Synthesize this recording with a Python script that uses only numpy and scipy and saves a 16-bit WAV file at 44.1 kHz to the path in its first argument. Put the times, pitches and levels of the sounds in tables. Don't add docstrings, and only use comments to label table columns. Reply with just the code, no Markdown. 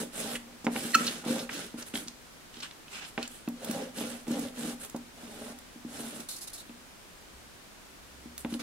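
import sys
import numpy as np
from scipy import signal
from scipy.fft import rfft, irfft, next_fast_len
from scipy.io import wavfile
from scipy.ndimage import uniform_filter1d

SR = 44100
rng = np.random.default_rng(int(sys.argv[2]) if len(sys.argv) > 2 else 0)


def wrap_up_sound(samples):
    columns = np.atleast_2d(samples).T
    tamed = np.clip(columns, -1, 1)
    steps = np.round(tamed * 32767).astype(np.int16)
    wavfile.write(sys.argv[1], SR, steps)


N = 380141

# (start [s], length [s], rise [s], fall [s], level change along the stroke [dB],
# scratch level [dB], fizz level [dB], push on the table before coupling [dB],
# knocking in the file before coupling [dB], resonance of the file body [Hz])
STROKES = [(0.0, 0.086, 0.0013, 0.092, -11, -42.5, -44, -43.5, -37.5, 413),
           (.12, 0.26, 0.083, 0.031, -1.5, -40, -41.5, -45.5, -39, 537),
           (.41, 0.32, 0.045, 0.053, -10, -72, -82, -60.5, -60, 500),
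           (.7, 0.25, 0.077, 0.017, -4, -40, -41.5, -47, -45, 490),
           (.96, 0.27, 0.035, 0.24, 3.5, -33.5, -40.5, -40.5, -41.5, 530),
           (1.24, 0.24, 0.065, 0.086, -11, -38.5, -45.5, -38.5, -34, 480),
           (1.49, 0.23, 0.055, 0.13, -8, -40, -48, -48, -50, 490),
           (1.77, 0.07, 0.015, 0.011, -5, -45.5, -51.5, -71, -69, 510),
           (1.855, 0.076, 0.018, .03, -17, -55, -54.5, -70, -70, 500),
           (1.935, 0.14, 0.018, 0.12, -8, -42.5, -44.5, -45, -50, 547),
           (3.56, 0.34, 0.12, 0.14, 7.5, -43.5, -50.5, -42, -35.5, 500),
           (3.94, 0.3, 0.052, 0.14, -6.5, -44, -48, -45.5, -43.5, 470),
           (4.265, .25, 0.075, 0.075, -7, -43.5, -48, -39.5, -36.5, 451),
           (4.53, 0.218, 0.053, 0.069, 12, -43.5, -47.5, -42.5, -41, 458),
           (4.79, 0.085, 0.032, 0.027, -1, -48, -47, -74, -51.5, 505),
           (5.15, 0.39, 0.036, 0.028, 9, -52.5, -57, -53.5, -46.5, 570),
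           (5.87, 0.39, 0.15, 0.063, -8, -47, -48.5, -49, -46.5, 573),
           (8.38, 0.047, 0.016, .015, 0, -58, -48.5, -78, -71, 470),
           (8.49, 0.083, 0.018, .03, 4, -49.5, -50.5, -43.5, -61, 433),
           (8.59, 0.036, .012, .02, -3, -37.5, -53, -60, -56, 445)]
# (frequency [Hz], relative density [dB per Hz])
FIZZ = [(3000, -69.5), (5000, -37), (6500, -4.5), (8000, 7), (9800, 7.5), (12000, 0), (14500, -7),
        (16000, -15)]


def gain_of(db):
    return 10 ** (np.asarray(db) / 20)


def evened(x):
    return x / np.sqrt(np.mean(x ** 2) + 1e-20)


def read(points, hz):
    f, value = np.transpose(points)
    return np.interp(np.log(hz + 1), np.log(f + 1), value)


def add(mix, s, sound):
    part = mix[round(s * SR):][:len(sound)]
    part += sound[:len(part)]


def filtered(x, gain):
    size = next_fast_len(N)
    hz = np.fft.rfftfreq(size, 1 / SR)
    return irfft(rfft(x, size) * gain(hz), size)[..., :N]


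def coloured(x, spectrum):
    return evened(filtered(x, lambda hz: gain_of(read(spectrum, hz))))


def resonate(x, hz, width):
    turn = np.exp(2j * np.pi * np.cumsum(hz * np.ones(x.shape[-1])) / SR)
    r = np.exp(-np.pi * width / SR)
    smooth = signal.lfilter([1 - r], [1, -r], x / turn + 1e-18)
    return 2 * (turn * smooth).real


def level(rows, order, edge=0.83):
    edge_db = -31 * edge
    out = np.zeros(N)
    for row in rows:
        start, length, rise, fall, drift_db = row[:5]
        t = np.arange(0, length, 1 / SR)
        onset = np.clip(1 - t / max(rise, 1e-3), 0, 1) ** 2
        ending = np.clip(1 - (length - t) / max(fall, 1e-3), 0, 1) ** 2
        drift = drift_db * (t / length - .5)
        add(out, start, gain_of(row[order] + edge_db * (onset + ending) + drift))
    return out


def pitch(rows):
    rows = np.array(rows)
    latest = np.maximum(np.searchsorted(rows[:, 0], np.arange(N) / SR) - 1, 0)
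    return uniform_filter1d(rows[latest, -1], size=800)


def grit(per_s, spread_db, clump_db):
    clumps = evened(uniform_filter1d(rng.standard_normal(N), size=200))
    size = gain_of(spread_db * np.minimum(rng.exponential(1, N), 5) + clump_db * clumps)
    sign = rng.choice([-1., 1.], (2, N))
    return evened(size * sign * (rng.random(N) < per_s / SR))


def patchy(x):
    z = signal.stft(x, nperseg=256, noverlap=192)[2]
    patches = rng.standard_normal(z.shape[1:])
    patches = uniform_filter1d(uniform_filter1d(patches, size=12, axis=0), size=28, axis=1)
    z = z * gain_of(1.2 * evened(patches))
    return evened(signal.istft(z, nperseg=256, noverlap=192)[1][:, :N])


def room_tone():
    # (frequency [Hz], relative density [dB per Hz])
    hiss = [(12, -28), (20, -3), (70, -8.5), (93, -10.5), (172, -10), (216, -7), (347, -9), (434, -11.5),
            (624, -12), (678, -12.5), (1220, -14), (1480, -13.5), (1610, -14.5), (9000, -22.5),
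            (13500, -28), (16000, -31)]
    # (frequency [Hz], correlation [0 to 1])
    likeness = [(60, 0.52), (180, 0.38), (550, 0.18), (1650, 0), (4970, 0), (15000, 0)]
    # (time [s], level [dB])
    swell = [(7.15, -74), (7.36, -58), (7.63, -77), (8.18, -59), (8.54, -52.5), (8.62, -65)]
    hiss_db, hum_hz = -51.5, 67.5
    left, other = rng.standard_normal((2, N))
    same = lambda hz: np.clip(read(likeness, hz), -1, 1)
    right = filtered(left, same) + filtered(other, lambda hz: np.sqrt(1 - same(hz) ** 2))
    s, db = np.transpose(swell)
    t = np.arange(N) / SR
    hum = gain_of(np.interp(t, s, db, left=-200)) * np.sin(2 * np.pi * hum_hz * t)
    return gain_of(hiss_db) * coloured(np.array([left, right]), hiss) + hum


def paper():
    # (start [s], length [s], rise [s], fall [s], level change [dB],
    # rustle level [dB], fizz level [dB], centre [Hz])
    folds = [(2.52, .1, 0.018, 0.018, 3, -53, -64, 3400), (2.618, 0.078, .014, 0.07, -6, -40.5, -53, 3170),
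             (2.885, 0.12, 0.062, .01, -3, -43.5, -52.5, 2640),
             (2.995, 0.085, .02, 0.032, 0, -45.5, -68, 2600),
             (3.05, 0.059, .035, .02, 0, -52.5, -50.5, 3240), (3.178, .11, .004, .05, 7, -45.5, -64, 2630),
             (3.28, 0.17, 0.036, 0.11, -4, -57.5, -52.5, 3250)]
    # (frequency [Hz], relative density [dB per Hz])
    rustle_spectrum = [(410, -6.5), (700, -10.5), (1150, -8), (1250, -4), (1590, -4), (2010, -6.5),
                       (2710, -5.5), (4080, -6), (6500, -11.5), (8450, -18), (14300, -120)]
    grains = patchy(grit(per_s=9900, spread_db=1.5, clump_db=1.0))
    rustle = coloured(grains, rustle_spectrum)
    rustle = evened(rustle + 0.56 * evened(resonate(rustle, pitch(folds), 550)))
    return level(folds, order=5) * rustle + level(folds, order=6) * coloured(grains, FIZZ)


def flicks():
    # (start [s], length [s], rise [s], fall [s], level change [dB],
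    # hiss level [dB], edge scratch level [dB], edge pitch [Hz])
    passes = [(6.286, 0.089, 0.0027, .01, -16, -43.5, -53, 4170),
              (6.359, 0.047, 0.0034, .02, -4, -46.5, -66, 4660),
              (6.401, 0.062, .015, 0.028, 2, -42.5, -62, 4700),
              (6.471, 0.019, 0.0053, .008, -2, -40.5, -57, 3840),
              (6.492, .02, 0.0055, .01, 3, -50, -60, 4160), (6.53, 0.047, 0.0045, .015, -6, -43, -64, 4460),
              (6.568, .065, .015, .025, 0, -49.5, -56, 3840)]
    # (frequency [Hz], relative density [dB per Hz])
    hiss_spectrum = [(2650, -13), (4500, -2.5), (4700, -3), (7370, -2.5), (9870, 0.5), (14500, -12),
                     (16000, -16)]
    grains = grit(per_s=20000, spread_db=0.5, clump_db=1.5)
    hz = pitch(passes)
    edge = evened(resonate(resonate(grains, hz, 710), hz, 1400))
    hiss = coloured(grains, hiss_spectrum)
    return level(passes, order=5) * hiss + level(passes, order=6) * edge


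def snaps():
    # (time [s], peak level [dB], centre [Hz], burst t60 [s], click against burst before filtering [dB])
    events = [(0.352, -24.5, 2160, 0.053, -2), (0.645, -30.5, 6300, 0.09, 13.5),
              (0.6678, -15, 1960, 0.024, 26), (0.7621, -20, 1980, 0.017, 13), (1.066, -18, 4500, 0.06, 5),
              (1.077, -14.5, 3400, 0.05, -1), (1.243, -39, 1500, .02, 16), (1.3927, -21.5, 4260, 0.087, 20),
              (1.491, -25, 1790, 0.049, -2), (1.825, -27, 5240, 0.014, 5), (1.939, -27.5, 2450, 0.018, 11),
              (1.9548, -20.5, 2970, 0.011, 6), (1.9757, -26.5, 3080, 0.011, 9),
              (2.075, -32, 5040, 0.013, 7), (2.0817, -25.5, 5440, 0.014, 4.5),
              (2.543, -37, 3700, 0.0095, 12), (2.5702, -33, 3530, 0.026, 19),
              (2.604, -30.5, 4830, 0.027, 9), (2.6282, -31.5, 3370, 0.042, 8),
              (2.7115, -31.5, 3200, 0.014, 11), (2.8817, -37.5, 2700, .02, 16),
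              (3.1781, -18.5, 1840, 0.027, 20), (3.2287, -21, 3270, 0.0085, 10),
              (3.229, -19, 7200, 0.0093, 19), (3.255, -32, 3200, 0.012, 15),
              (3.277, -24.5, 7400, 0.016, 12), (3.4772, -32.5, 2440, 0.009, 9),
              (3.487, -21, 10500, 0.012, 13), (3.646, -19, 10100, .024, 12), (3.7109, -15, 10300, 0.016, 9),
              (3.985, -24.5, 4030, 0.013, 11), (4.0068, -30, 2930, 0.039, 19),
              (4.2698, -35, 2030, 0.014, 22), (4.282, -24, 8050, 0.0086, 16),
              (4.3168, -20, 8000, 0.0095, 21), (4.3934, -22, 9600, 0.02, 9), (4.4854, -36, 3300, 0.013, 12),
              (4.835, -27, 9100, 0.009, 8), (4.849, -22, 9100, 0.01, 9), (4.898, -26.5, 8500, .015, 12),
              (4.962, -30, 8500, 0.025, 9), (5.5882, -29, 9000, 0.013, 10), (6.204, -23, 8800, 0.018, 9),
              (6.695, -40.5, 2500, .01, 14), (8.379, -20.5, 10000, 0.0093, 5.5),
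              (8.379, -35, 4300, 0.014, -10), (8.4483, -27, 2190, 0.0081, 11), (8.5244, -38, 2400, .02, 16),
              (8.5403, -23.5, 3460, 0.012, 13)]
    out, t = np.zeros(N), np.arange(3000) / SR
    bursts = rng.standard_normal((len(events), 3000))
    for (s, db, hz, t60, click_db), noise in zip(events, bursts):
        burst = noise * gain_of(-60 * t / t60) * np.minimum(t / .002, 1)
        tone = burst + gain_of(click_db) * (t == 0)
        for relative_width in (0.8, 1.3, 1.3):
            tone = resonate(tone, hz, relative_width * hz)
        add(out, s, gain_of(db) * tone / abs(tone).max())
    return out


def squeak():
    # (time [s], fundamental [Hz], level before partial weighting [dB], whistle level [dB])
    glide = [(0.936, 1940, -31, -50), (0.941, 1946, -33, -29), (0.947, 1790, -13.5, -15),
             (0.9475, 1520, -18, -29), (0.95, 1298, -10, -32), (0.956, 1330, -14.5, -35),
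             (0.96, 1330, -39, -68), (.964, 1330, -42, -60)]
    # (multiple of the fundamental, relative level [dB])
    partials = [(1, -9.5), (2, -21), (3, -38), (4, -39)]
    # (frequency [Hz], width [Hz], gain [dB])
    nail = [(1330, 50, 8), (2630, 620, 12.5), (6300, 2000, 11)]
    whistle_hz = 4260
    s, hz, db, whistle_db = np.transpose(glide)
    t = np.arange(N) / SR
    turns = np.cumsum(np.interp(t, s, hz)) / SR
    strength = gain_of(np.interp(t, s, db, left=-200, right=-200))
    tone = strength * sum(gain_of(d) * np.sin(2 * np.pi * k * turns) for k, d in partials)
    whistle_gain = gain_of(np.interp(t, s, whistle_db, left=-200, right=-200))
    whistle = whistle_gain * np.sin(2 * np.pi * whistle_hz * t)
    rub = tone + .2 * strength * rng.standard_normal(N)
    return tone + whistle + sum(gain_of(d) * resonate(rub, f, w) for f, w, d in nail)


def table(soft, hard):
    # (frequency [Hz], relative level [dB], t60 [s])
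    mode_rows = [(111, -6, 0.11), (176, -14, 0.45), (238.4, 4.5, 0.3), (253, -11.5, 0.71),
                 (283.1, -2.5, 0.27), (301.5, -2.5, 0.17), (389, -12.5, 0.033), (429, -7.5, 0.073),
                 (530, -12, 0.075), (608, -34, 0.13), (650, -23.5, 0.19), (790, -24, 0.3), (830, -38, 0.36)]
    t = np.arange(SR // 2) / SR
    modes = [gain_of(db - 60 * t / t60) * np.sin(2 * np.pi * hz * t) for hz, db, t60 in mode_rows]
    low = signal.oaconvolve(soft, sum(modes[:6]))[:N]
    high = signal.oaconvolve(hard, sum(modes[6:]))[:N]
    return low + high


def knocks():
    # (time [s], strength before coupling [dB], hardness: upper-mode drive relative to strength [dB])
    blows = [(0.002, -35.5, 2), (0.645, -29.5, 8), (0.6671, -16.5, 13), (0.757, -26, 16.5), (0.85, -27, 3),
             (0.956, -22.5, 3), (1.007, -26, 4), (1.237, -44, 23.5), (1.262, -24, 3), (1.28, -27.5, 2),
             (1.331, -33, -8), (1.305, -20, -9), (1.742, -30, 3), (1.939, -27.5, 5.5), (2.064, -37.5, -8),
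             (2.571, -42.5, 3), (3.178, -27.5, 18), (3.477, -22, 4), (3.695, -23, -13), (3.985, -39, -13),
             (4.008, -27.5, 13.5), (4.269, -35.5, 11), (4.281, -25, -5), (4.307, -19.5, -12),
             (4.655, -28, -6), (4.946, -26.5, 11), (5.233, -37, 0), (5.491, -48, -10), (5.759, -39, -14),
             (5.849, -29.5, -29), (6.001, -37, -14), (6.196, -37, -6), (6.695, -38.5, 4), (8.257, -36.5, 0),
             (8.448, -25, 10.5), (8.525, -25.5, -21.5), (8.547, -28.5, 3)]
    soft, hard = np.zeros((2, N))
    for s, db, hard_db in blows:
        add(soft, s, gain_of([db - 9.5]))
        add(hard, s, gain_of([db + hard_db - 17.0]))
    t = np.arange(4000) / SR
    decay = gain_of(9.5 - 60 * t / 0.11)
    rattle = signal.oaconvolve(hard, decay)[:N] * rng.standard_normal(N)
    return table(soft, hard) + resonate(resonate(rattle, 410, 450), 410, 900)


def drumming():
    slips = grit(per_s=1500, spread_db=3.0, clump_db=-2.0)[0]
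    soft = gain_of(-30) * level(STROKES, order=7, edge=0.76) * slips
    knocking = level(STROKES, order=8, edge=0.47) * slips
    body_hz = pitch(STROKES)
    body = gain_of(16) * resonate(resonate(knocking, body_hz, 85), body_hz, 310)
    return body + table(soft, gain_of(-23.5) * knocking)


def rasp():
    # (frequency [Hz], relative density [dB per Hz])
    scratch_spectrum = [(500, 0), (900, -13.5), (1400, -4.5), (2200, -7.5), (3300, -5.5), (4800, -9.5),
                        (6500, -11), (9000, -32.5)]
    grains = patchy(grit(per_s=15000, spread_db=2.5, clump_db=1.0))
    wobble = rng.standard_normal(N)
    wobble = evened(uniform_filter1d(uniform_filter1d(wobble, size=700), size=700))
    scratch = level(STROKES, order=5, edge=0.58) * coloured(grains, scratch_spectrum)
    fizz = level(STROKES, order=6, edge=0.57) * coloured(grains, FIZZ)
    return scratch + gain_of(2.0 * wobble) * fizz


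def rubbing():
    # (frequency [Hz], amplitude share [0 to 1])
    unlike = [(800, 0.35), (2000, 0.77), (5000, 0.56), (12000, 0.66)]
    common, opposed = rasp() + paper() + flicks()
    share = lambda hz: np.clip(read(unlike, hz), 0, 1)
    common = filtered(common, lambda hz: np.sqrt(1 - share(hz) ** 2))
    opposed = filtered(opposed, share)
    return np.array([common + opposed, common - opposed])


def unboomed(x):
    return signal.sosfilt(signal.butter(4, 150, "high", fs=SR, output="sos"), x)


def heard(x):
    # (frequency [Hz], left minus right [dB])
    lean_points = [(60, -3), (180, 0), (550, 0), (1650, -3), (4970, -2), (15000, -2)]
    # (frequency [Hz], level before a ceiling of -5 dB [dB])
    wet_points = [(200, -33), (600, 2), (1500, 4.5), (4000, -7), (10000, 11)]
    lean = lambda hz: gain_of(np.outer([.5, -.5], read(lean_points, hz)))
    delay_s = [.00005, 0]
    direct = filtered(x, lambda hz: lean(hz) * np.exp(-2j * np.pi * np.outer(delay_s, hz)))
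    t, wet = np.arange(SR // 5) / SR, np.zeros((2, N))
    turn = np.arange(N) / SR / .03
    for k in range(4):
        sign = rng.choice([-1., 1.], (2, len(t)))
        taps = sign * (rng.random((2, len(t))) < .06) * (t > .0003)
        taps *= gain_of(-60 * t / 0.02) + gain_of(-11 - 60 * t / 0.3)
        taps /= np.linalg.norm(taps, axis=1, keepdims=True)
        distance = abs((turn - k + 2) % 4 - 2)
        share = np.cos(np.pi / 2 * np.minimum(distance, 1))
        wet += signal.oaconvolve(direct * share, taps, axes=1)[:, :N]
    return direct + filtered(wet, lambda hz: gain_of(np.minimum(read(wet_points, hz), -5)))


def scene():
    sources = rubbing() + drumming() + knocks() + snaps() + squeak()
    return heard(unboomed(sources)) + room_tone()


def record(dry):
    slope = 0.084
    band_limit_hz = 15850
    power_db = 10 * np.log10(abs(uniform_filter1d((dry ** 2).mean(0), size=2000)) + 1e-12)
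    fall = np.arange(N) * 35.0 / SR
    held_db = np.maximum.accumulate(power_db + fall) - fall
    over_db = np.maximum(held_db + 42.5, 0)
    ducked = dry / gain_of(slope * uniform_filter1d(over_db, size=400))
    low_pass = signal.firwin(511, band_limit_hz, window=("kaiser", 9), fs=SR)
    return signal.oaconvolve(ducked, low_pass[None], "same")


dry = scene()
out = record(dry)
wrap_up_sound(out)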